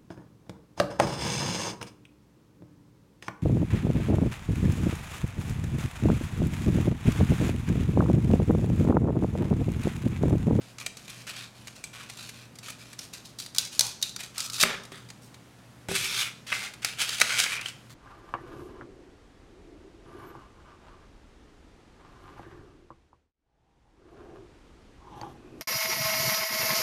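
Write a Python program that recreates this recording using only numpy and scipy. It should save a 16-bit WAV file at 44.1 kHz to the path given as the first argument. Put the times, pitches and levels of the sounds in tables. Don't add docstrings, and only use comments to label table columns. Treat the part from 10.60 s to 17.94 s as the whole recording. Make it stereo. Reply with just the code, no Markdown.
import sys
import numpy as np
from scipy import signal
from scipy.fft import rfft, irfft, next_fast_len
from scipy.io import wavfile
from scipy.ndimage import uniform_filter1d, map_coordinates

SR = 44100
rng = np.random.default_rng(int(sys.argv[2]) if len(sys.argv) > 2 else 0)


def generate_wav(sig):
    pcm = np.round(np.clip(np.atleast_2d(sig).T, -1, 1) * 32767).astype(np.int16)
    wavfile.write(sys.argv[1], SR, pcm)


N = 323694

# start_s, length_s, hiss_db, rasp_db
STACK_PUSHES = [(0.005, 0.098, -56, -59), (0.188, 0.025, -45, -45), (0.366, 0.094, -55, -58.5),
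                (0.471, 0.15, -49, -52), (0.666, 0.029, -41.5, -41.5), (0.724, 0.026, -60, -52),
                (0.753, 0.092, -47, -49), (0.946, 0.18, -58, -60.5), (1.151, 0.02, -50.5, -55),
                (1.232, 0.027, -53, -60), (1.329, 0.11, -49.5, -46.5), (1.482, 0.083, -52, -57),
                (1.565, 0.13, -47, -54.5), (1.732, 0.097, -54.5, -56), (2.026, 0.073, -45, -48),
                (2.183, 0.14, -53.5, -57.5), (2.381, 0.07, -48.5, -56), (2.527, 0.026, -44.5, -50.5),
                (2.645, 0.017, -48, -81), (2.785, 0.038, -41, -55.5), (2.977, 0.051, -40, -51),
                (3.116, 0.055, -44, -54), (3.188, 0.1, -38, -48.5), (3.423, 0.042, -41.5, -50.5),
                (3.585, 0.053, -42.5, -46.5), (3.741, 0.033, -48, -52), (3.785, 0.066, -36.5, -51),
                (3.918, 0.093, -37, -54)]
# time_s, hiss_db, rasp_db
FINAL_CRUNCH = [(3.99, -38, -44), (4.005, -28, -38), (4.012, -23, -35), (4.022, -23.5, -31),
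                (4.033, -21, -26), (4.046, -47, -35)]


def amp(db):
    return 10 ** (np.asarray(db) / 20)


def unit(x):
    return x / np.sqrt(np.mean(x ** 2) + 1e-20)


def along(points, hz):
    freqs, values = np.transpose(points)
    return np.interp(np.log(hz + 1), np.log(freqs + 1), values)


def wobble(rate):
    return map_coordinates(rng.standard_normal(int(N * rate / SR) + 4), [np.arange(N) * rate / SR])


def filtered(x, response):
    size = x.shape[-1]
    padded = 2 * next_fast_len(size // 2 + 2048)
    return irfft(rfft(x, padded) * response(np.fft.rfftfreq(padded, 1 / SR)), padded)[..., :size]


def causal(gain):
    cepstrum = irfft(np.log(np.maximum(gain, 1e-6)))
    half = len(cepstrum) // 2
    cepstrum[1:half] *= 2
    cepstrum[half + 1:] = 0
    return np.exp(rfft(cepstrum))


def add(track, start_s, sound):
    part = track[round(start_s * SR):][:len(sound)]
    part += sound[:len(part)]


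def pushes(rows, attack_s, sag_db_per_s, release_db_per_s):
    gains, t = np.zeros((2, N)), np.arange(SR // 2) / SR
    for start_s, length_s, *levels in rows:
        fall_db = sag_db_per_s * t + release_db_per_s * np.maximum(t - length_s, 0)
        shape = np.minimum(t / attack_s, 1) * amp(-fall_db)
        for gain, db in zip(gains, levels):
            add(gain, start_s, amp(db) * shape)
    return gains


def long_stroke(curve):
    times, *levels = np.transpose(curve)
    return amp([np.interp(np.arange(N) / SR, times, db, left=-np.inf, right=-np.inf) for db in levels])


def room_tone(air_db, apart_db, hum_db, waver_db):
    # freq_hz, level_db
    air_tone = [(20, -47), (50, -14), (90, -12), (150, -7), (230, -8.5), (350, -15.5), (700, -19.5),
                (2000, -25), (10000, -35.5), (16000, -46)]
    # pitch_hz, level_db
    hum_partials = [(119.8, -56)]
    noise = rng.standard_normal(N) + amp(apart_db) * rng.standard_normal((2, N))
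    air = unit(filtered(noise, lambda hz: amp(along(air_tone, hz))))
    t = np.arange(N) / SR
    hum = sum(amp(db) * np.sqrt(2) * np.sin(2 * np.pi * hz * t) for hz, db in hum_partials)
    return amp(air_db) * air + hum * amp(hum_db + waver_db * wobble(14))


def shifting_grip(x, depth_db):
    spectrum = signal.stft(x, nperseg=512)[2]
    patches = uniform_filter1d(rng.standard_normal(spectrum.shape), size=4, axis=0)
    patches = uniform_filter1d(patches, size=20, axis=1)
    return signal.istft(spectrum * amp(depth_db * unit(patches)), nperseg=512)[1][:N]


def rub(gains, tone, slips_per_s, clump_db, scatter_db, grip_db):
    hiss, rasp = gains
    jerks = (rng.random(N) < slips_per_s / SR) * rng.choice([-1, 1], N)
    jerks = jerks * amp(scatter_db * np.clip(rng.standard_normal(N), -2, 2))
    clumps = amp(clump_db * unit(wobble(240) + wobble(60)))
    friction = shifting_grip((unit(jerks) + 0.6 * rng.standard_normal(N)) * clumps, grip_db)
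    body = irfft(causal(amp(along(tone, np.fft.rfftfreq(4096, 1 / SR)))))
    foam = signal.oaconvolve(friction, body)[:N]
    bending = filtered(foam, lambda hz: 1 / (1 + (hz / 3000) ** 8))
    return hiss * unit(foam - bending) + rasp * unit(bending)


def stack_cut():
    # freq_hz, level_db
    stack_tone = [(350, -35), (600, -11), (869, -14.5), (1070, -7.5), (1430, -5), (2120, -8.5), (2440, 0.5),
                  (2870, -4.5), (3940, -3.5), (6500, -7.5), (9240, -11), (14300, -21), (16000, -30)]
    gains = pushes(STACK_PUSHES, attack_s=0.0098, sag_db_per_s=10.5, release_db_per_s=251)
    gains += long_stroke(FINAL_CRUNCH)
    return rub(gains, stack_tone, slips_per_s=700, clump_db=1.4, scatter_db=1.0, grip_db=2)


def crumbs(per_push, level_db, spread_db):
    return [(start_s + length_s * rng.random(), *(np.array(levels) + rng.normal(level_db, spread_db)))
            for start_s, length_s, *levels in STACK_PUSHES for _ in range(per_push)]


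def wall_crack(drive, dull_hz):
    # centre_hz, width_hz, level_db
    wall_modes = [(3880, 420, 5.5), (4700, 720, 4), (6220, 1800, 1.5), (9000, 2900, -2.5)]
    modes = [(hz * rng.normal(1, 0.025), width, rng.normal(db, 1.5)) for hz, width, db in wall_modes]

    def response(hz):
        power = sum(abs(amp(db) * hz * width / (centre ** 2 - hz ** 2 + 1j * hz * width)) ** 2
                    for centre, width, db in modes)
        return causal(np.sqrt(power)) / (1 + (hz / dull_hz) ** 4)
    return filtered(drive, response)


def snaps(crumble, splinter, echo_s, echo_gain, crack_trim_db, pop_trim_db):
    # start_s, crack_db, pop_db
    breaks = [(0.184, -37, -39), (0.2, -38, -50), (0.2625, -29, -40), (0.2647, -31.5, -31.5),
              (0.37, -38, -44), (0.501, -39, -55), (0.765, -47, -46), (1.072, -38, -41.5),
              (1.08, -39.5, -39), (1.2405, -35, -47), (1.4983, -36.5, -39.5), (1.692, -37, -40),
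              (1.9555, -46, -53), (1.987, -38.5, -47), (2.084, -38.5, -37), (2.1024, -35, -40),
              (2.3304, -40.5, -43), (2.3908, -31, -41), (2.536, -35, -45), (2.788, -35, -58),
              (2.8002, -31.5, -43.5), (2.8618, -35.5, -43.5), (2.948, -32.5, -42), (2.962, -33, -41),
              (2.9705, -38, -45), (2.9835, -13.5, -32), (2.992, -28, -41), (3.051, -35, -44),
              (3.1935, -11, -27.5), (3.2085, -14, -27), (3.267, -29, -44), (3.415, -38, -50),
              (3.4262, -19.5, -41), (3.4936, -36, -61.5), (3.5623, -29, -38), (3.6054, -35, -35.5),
              (3.6347, -35.5, -43), (3.7804, -25.5, -36), (3.804, -25, -37), (3.861, -34, -46),
              (3.899, -30, -40.5), (3.932, -33, -47), (3.9435, -32, -43), (3.983, -32, -38),
              (4.011, -16.5, -30), (4.0288, -16, -30), (4.0355, -19, -13.5), (4.2355, -44, -61),
              (4.252, -43, -48), (4.319, -44, -43), (4.488, -46, -51), (4.502, -39, -42.5),
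              (4.743, -45.5, -48), (5.9204, -40, -25), (5.9255, -36, -20), (6.1373, -40, -41.5),
              (6.2472, -19, -23), (6.4922, -25.5, -35), (6.601, -23, -28), (6.6108, -23, -22),
              (6.6149, -13, -11.5), (6.6177, -22.5, -19.5), (6.705, -39, -27), (6.774, -41, -30),
              (6.7988, -27, -28), (6.8367, -25, -33), (6.8634, -41, -26), (7.012, -34, -50),
              (7.058, -35.5, -34.5)]
    # freq_hz, level_db
    pop_tone = [(100, -22), (450, -14.5), (900, -12.5), (1400, -3.5), (1850, -5), (2250, 1), (2900, -6.5),
                (3500, -13.5), (5000, -20), (15000, -65)]
    out, t = np.zeros(N), np.arange(SR // 20) / SR
    level_span = SR // 200
    small_breaks = crumbs(per_push=2, level_db=-2.5, spread_db=3) + judder(count=7)
    for start_s, crack_db, pop_db in breaks + small_breaks:
        age = t * amp(crumble * max(crack_db, pop_db))
        shape = (1 - np.exp(-age / 0.00014)) * amp(-60 * np.maximum(age - 0.00065, 0) / 0.012)
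        run = rng.standard_normal(len(t)) * shape
        fracture = (t == 0) + splinter * run / np.linalg.norm(run)
        delay_s = echo_s * amp(rng.normal())
        drive = filtered(fracture, lambda hz: 1 + echo_gain * np.exp(-2j * np.pi * hz * delay_s))
        crack = wall_crack(drive, dull_hz=14200)
        pop = filtered(drive, lambda hz: causal(amp(along(pop_tone, hz))))
        for sound, db in ((crack, crack_db + crack_trim_db), (pop, pop_db + pop_trim_db)):
            add(out, start_s, amp(db) * np.sqrt(level_span) * sound / np.linalg.norm(sound))
    return out


def blade_ticks(level_db):
    # start_s, level_db
    catches = [(0.263, -34), (1.24, -32.5)]
    # pitch_hz, level_db, t60_s
    blade_modes = [(2360, 3, 0.035), (6600, -8, 0.05), (7760, -5, 0.06), (8500, -2, 0.029)]
    out, t = np.zeros(N), np.arange(SR // 8) / SR
    for start_s, db in catches:
        ring = sum(amp(mode_db + rng.normal() - 60 * t / t60) * np.sin(2 * np.pi * hz * t)
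                   for hz, mode_db, t60 in blade_modes)
        add(out, start_s, amp(db + level_db) * ring)
    return out


def judder(count):
    # start_s, rate_hz, crack_db, pop_db
    slip_train = (3, 81.5, -39, -45.5)
    start_s, rate_hz, *levels = slip_train
    return [(start_s + rng.normal(k, 0.068) / rate_hz, *levels) for k in range(count)]


def creak(gain, centre_hz, width_hz, wander, slips_per_s, level_db):
    size = len(gain)
    jerks = (rng.random(size) < slips_per_s / SR) * np.exp(2j * np.pi * rng.random(size))
    jerks *= amp(2.6 * rng.standard_normal(size))
    ring = signal.lfilter([1], [1, -np.exp(-np.pi * width_hz / SR)], jerks)
    ring = signal.lfilter([1], [1, -np.exp(-4 * np.pi * width_hz / SR)], ring)
    pitch_hz = centre_hz * (1 + wander * wobble(40)[:size])
    return amp(level_db) * gain * unit(np.real(ring * np.exp(2j * np.pi * np.cumsum(pitch_hz) / SR)))


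def stack_creaks(attack_s, release_db_per_s):
    # start_s, length_s, pitch_hz, width_hz, level_db
    drags = [(3.205, 0.08, 900, 199, -49), (3.426, 0.0054, 3860, 260, -30), (3.44, 0.083, 3910, 300, -51),
             (3.77, 0.225, 1294, 130, -54.5), (4.04, 0.11, 2246, 300, -41)]
    out, t = np.zeros(N), np.arange(SR // 3) / SR
    for start_s, length_s, hz, width_hz, db in drags:
        shape = np.minimum(t / attack_s, 1) * amp(-release_db_per_s * np.maximum(t - length_s, 0))
        add(out, start_s, creak(shape, hz, width_hz, wander=0.015, slips_per_s=900, level_db=db))
    return out


def blade_squeaks(rise, waver, rough_db, overtone_db, bright_hz):
    # start_s, length_s, target_pitch_hz, level_db
    squeaks = [(3.757, 0.063, 1286, -53), (7.059, 0.0037, 2940, -25.5)]
    out, drift, flutter = np.zeros(N), wobble(150), wobble(400.6)
    for start_s, length_s, hz, db in squeaks:
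        span = np.arange(round(start_s * SR), round((start_s + length_s) * SR))
        progress = np.linspace(0, 1, len(span))
        pitch_hz = hz * (1 - rise * np.exp(-6 * progress) + waver * drift[span])
        phase = 2 * np.pi * np.cumsum(pitch_hz) / SR
        tone = sum(amp(overtone_db * (k - 1)) / (1 + (k * hz / bright_hz) ** 4) * np.sin(k * phase)
                   for k in range(1, 4))
        swell = np.sqrt(abs(np.sin(np.pi * progress)))
        add(out, start_s, unit(tone) * swell * amp(db + rough_db * flutter[span]))
    return out


def table_knocks(level_db, favour_db, thud_t60_s, thud_hz, thud_db):
    # start_s, level_db, favoured_hz
    blows = [(4.032, -26, 232), (4.319, -43.5, 389), (5.287, -28.5, 389), (5.313, -30, 389),
             (6.615, -39, 232)]
    # pitch_hz, level_db, t60_s
    table_modes = [(126.2, -6.5, 0.65), (174.4, -7, 0.42), (232, -11.5, 0.39), (389, -7, 0.24),
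                   (518, -4.5, 0.08)]
    out, t = np.zeros(N), np.arange(SR // 2) / SR
    attack = 1 - np.exp(-t / 0.000087)
    for start_s, db, spot_hz in blows:
        favoured_hz = min(table_modes, key=lambda mode: abs(mode[0] - spot_hz))[0]
        ring = np.zeros(len(t))
        for hz, mode_db, t60 in table_modes:
            struck_db = mode_db + favour_db * (hz == favoured_hz) + rng.normal()
            ring += amp(struck_db - 60 * t / t60) * np.sin(2 * np.pi * (hz * t + rng.random()))
        thud = unit(filtered(rng.standard_normal(len(t)), lambda hz: 1 / (1 + 1j * hz / thud_hz) ** 2))
        thud *= amp(thud_db - 60 * t / thud_t60_s)
        add(out, start_s, amp(db + level_db) * (ring + thud) * attack)
    return filtered(out, lambda hz: (1j * hz / (45 + 1j * hz)) ** 3)


def offcuts():
    # start_s, length_s, hiss_db, rasp_db
    scuffs = [(4.04, 0.078, -50.5, -33.5), (4.32, 0.056, -51.5, -47.5), (4.615, 0.025, -55, -72),
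              (7.295, 0.025, -53, -54.5)]
    # freq_hz, level_db
    scuff_tone = [(250, -23), (450, -12.5), (900, -14.5), (1400, -8), (2250, -12), (2800, -11.5),
                  (3400, -4.5), (4600, 3), (10000, -2), (16000, -13)]
    gains = pushes(scuffs, attack_s=0.0048, sag_db_per_s=18, release_db_per_s=183)
    scuffing = rub(gains, scuff_tone, slips_per_s=600, clump_db=2.0, scatter_db=1.5, grip_db=2.5)
    flex = long_stroke(FINAL_CRUNCH)[1] + gains[1]
    creaking = creak(flex, centre_hz=3490, width_hz=370, wander=0.0304, slips_per_s=540, level_db=-7.5)
    return scuffing + creaking


def sheet_slide():
    # time_s, hiss_db, rasp_db
    slide_curve = [(5.2855, -36.5, -35.5), (5.33, -35.5, -39), (5.355, -26.5, -28.5), (5.4, -32, -38.5),
                   (5.57, -33, -36.5), (5.605, -27, -31.5), (5.68, -43.5, -40.5), (5.73, -67, -64)]
    # freq_hz, level_db
    slide_tone = [(300, -23.5), (850, -15), (1360, -4), (1780, -6.5), (2400, 3), (2900, -0.5), (3500, 1.5),
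                  (4100, -3.5), (6000, -3.5), (10400, -9.5), (16000, -23)]
    gains = long_stroke(slide_curve)
    return rub(gains, slide_tone, slips_per_s=1800, clump_db=1.85, scatter_db=0.5, grip_db=2.0)


def sheet_slice():
    # start_s, length_s, hiss_db, rasp_db
    nicks = [(5.865, 0.064, -43.5, -44.5), (5.925, 0.13, -37.5, -38), (6.218, 0.036, -44, -44.5),
             (6.25, 0.079, -44.5, -46.5)]
    # time_s, hiss_db, rasp_db
    draw_curve = [(6.374, -54, -56), (6.388, -37.5, -39), (6.408, -26, -31.5), (6.45, -35, -40.5),
                  (6.58, -35.5, -41), (6.67, -35, -38), (6.725, -30.5, -30), (6.765, -32.5, -35),
                  (6.8, -21, -28), (6.87, -35, -36.5), (6.965, -36, -34), (7.0, -60, -38.5),
                  (7.04, -47, -43.5), (7.085, -38.5, -44), (7.16, -75, -63)]
    # freq_hz, level_db
    slice_tone = [(250, -32), (450, -17), (950, -14), (1450, -3.5), (1850, -6.5), (2250, -1.5),
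                  (2900, -3.5), (3400, -5), (4800, -7.5), (9000, -13), (16000, -29.5)]
    # time_s, pitch_hz
    sheet_ring = [(5.87, 3136), (5.912, 3135), (5.928, 2217), (6.25, 2202), (6.39, 3050), (6.53, 3338),
                  (6.61, 2180), (6.8, 2220), (6.98, 2370), (7.06, 2900)]
    gains = pushes(nicks, attack_s=0.0043, sag_db_per_s=5, release_db_per_s=260)
    gains += long_stroke(draw_curve)
    slicing = rub(gains, slice_tone, slips_per_s=900, clump_db=1.5, scatter_db=0.0, grip_db=1.5)
    sheet_hz = np.interp(np.arange(N) / SR, *np.transpose(sheet_ring))
    creaking = creak(gains[1], sheet_hz, width_hz=280, wander=0.025, slips_per_s=400, level_db=-2.0)
    return amp(-1) * slicing + creaking


def reflections(x, decay, tone, build_s, renewals_per_s):
    out, hop = np.zeros((2, N + 2 * SR)), SR // renewals_per_s
    length = int(SR * max(t60 for _, t60 in decay)) + 256
    for start in range(0, N, hop):
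        hz, t, noise = signal.stft(rng.standard_normal((2, length)), SR, nperseg=256)
        fade = amp(along(tone, hz)[:, None] - 60 * t / along(decay, hz)[:, None])
        tail = signal.istft(noise * fade * (1 - np.exp(-t / build_s)), SR, nperseg=256)[1]
        wet = signal.fftconvolve(x[None, start:start + hop], tail / np.linalg.norm(tail[0]), axes=1)
        out[:, start:start + wet.shape[1]] += wet
    return out[:, :N]


def near_scatter(direct):
    # freq_hz, t60_s
    near_decay = [(1000, .02), (12000, .02)]
    # freq_hz, level_db
    near_tone = [(300, -26), (1000, -17), (2000, -8), (4000, -3), (12000, 0)]
    side = reflections(direct, near_decay, near_tone, build_s=0.00063, renewals_per_s=12)[0]
    return np.array([side, -side])


def room_reverb(direct):
    # freq_hz, t60_s
    reverb_decay = [(200, 1), (2000, 0.41), (6000, 0.47), (14000, 0.26)]
    # freq_hz, level_db
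    reverb_tone = [(100, 2.3), (1500, 3.7), (5000, 3.7), (14000, 4.2)]
    return reflections(direct, reverb_decay, reverb_tone, build_s=0.00057, renewals_per_s=3)


def microphones(sound):
    # freq_hz, right_minus_left_db
    balance = [(100, 9), (450, 3.5), (2000, 5.5), (12000, 3.5)]
    lean = lambda hz: amp(np.array([[-.5], [.5]]) * along(balance, hz))
    return filtered(sound, lambda hz: lean(hz) / lean(hz).mean(axis=0))


def scene():
    direct = amp(-1.04) * (stack_cut() + offcuts() + sheet_slide() + sheet_slice())
    direct += snaps(crumble=0.22, splinter=2.5, echo_s=0.0016, echo_gain=0.22,
                    crack_trim_db=-1.9, pop_trim_db=-1.6)
    direct += blade_ticks(level_db=-0.5)
    direct += stack_creaks(attack_s=0.001, release_db_per_s=700)
    direct += blade_squeaks(rise=0.148, waver=0.043, rough_db=6.0, overtone_db=-18.0, bright_hz=3830)
    direct += table_knocks(level_db=-5.0, favour_db=7.5, thud_t60_s=0.032, thud_hz=580, thud_db=10.5)
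    space = amp(-3.5) * near_scatter(direct) + amp(-7.5) * room_reverb(direct)
    bed = room_tone(air_db=-52.0, apart_db=3, hum_db=-1.5, waver_db=3.0)
    return microphones(direct + space + bed)


def record(dry):
    return filtered(np.clip(dry, -1, 1), lambda hz: 1 / (1 + (hz / 16000) ** 160))


dry = scene()
out = record(dry)
generate_wav(out)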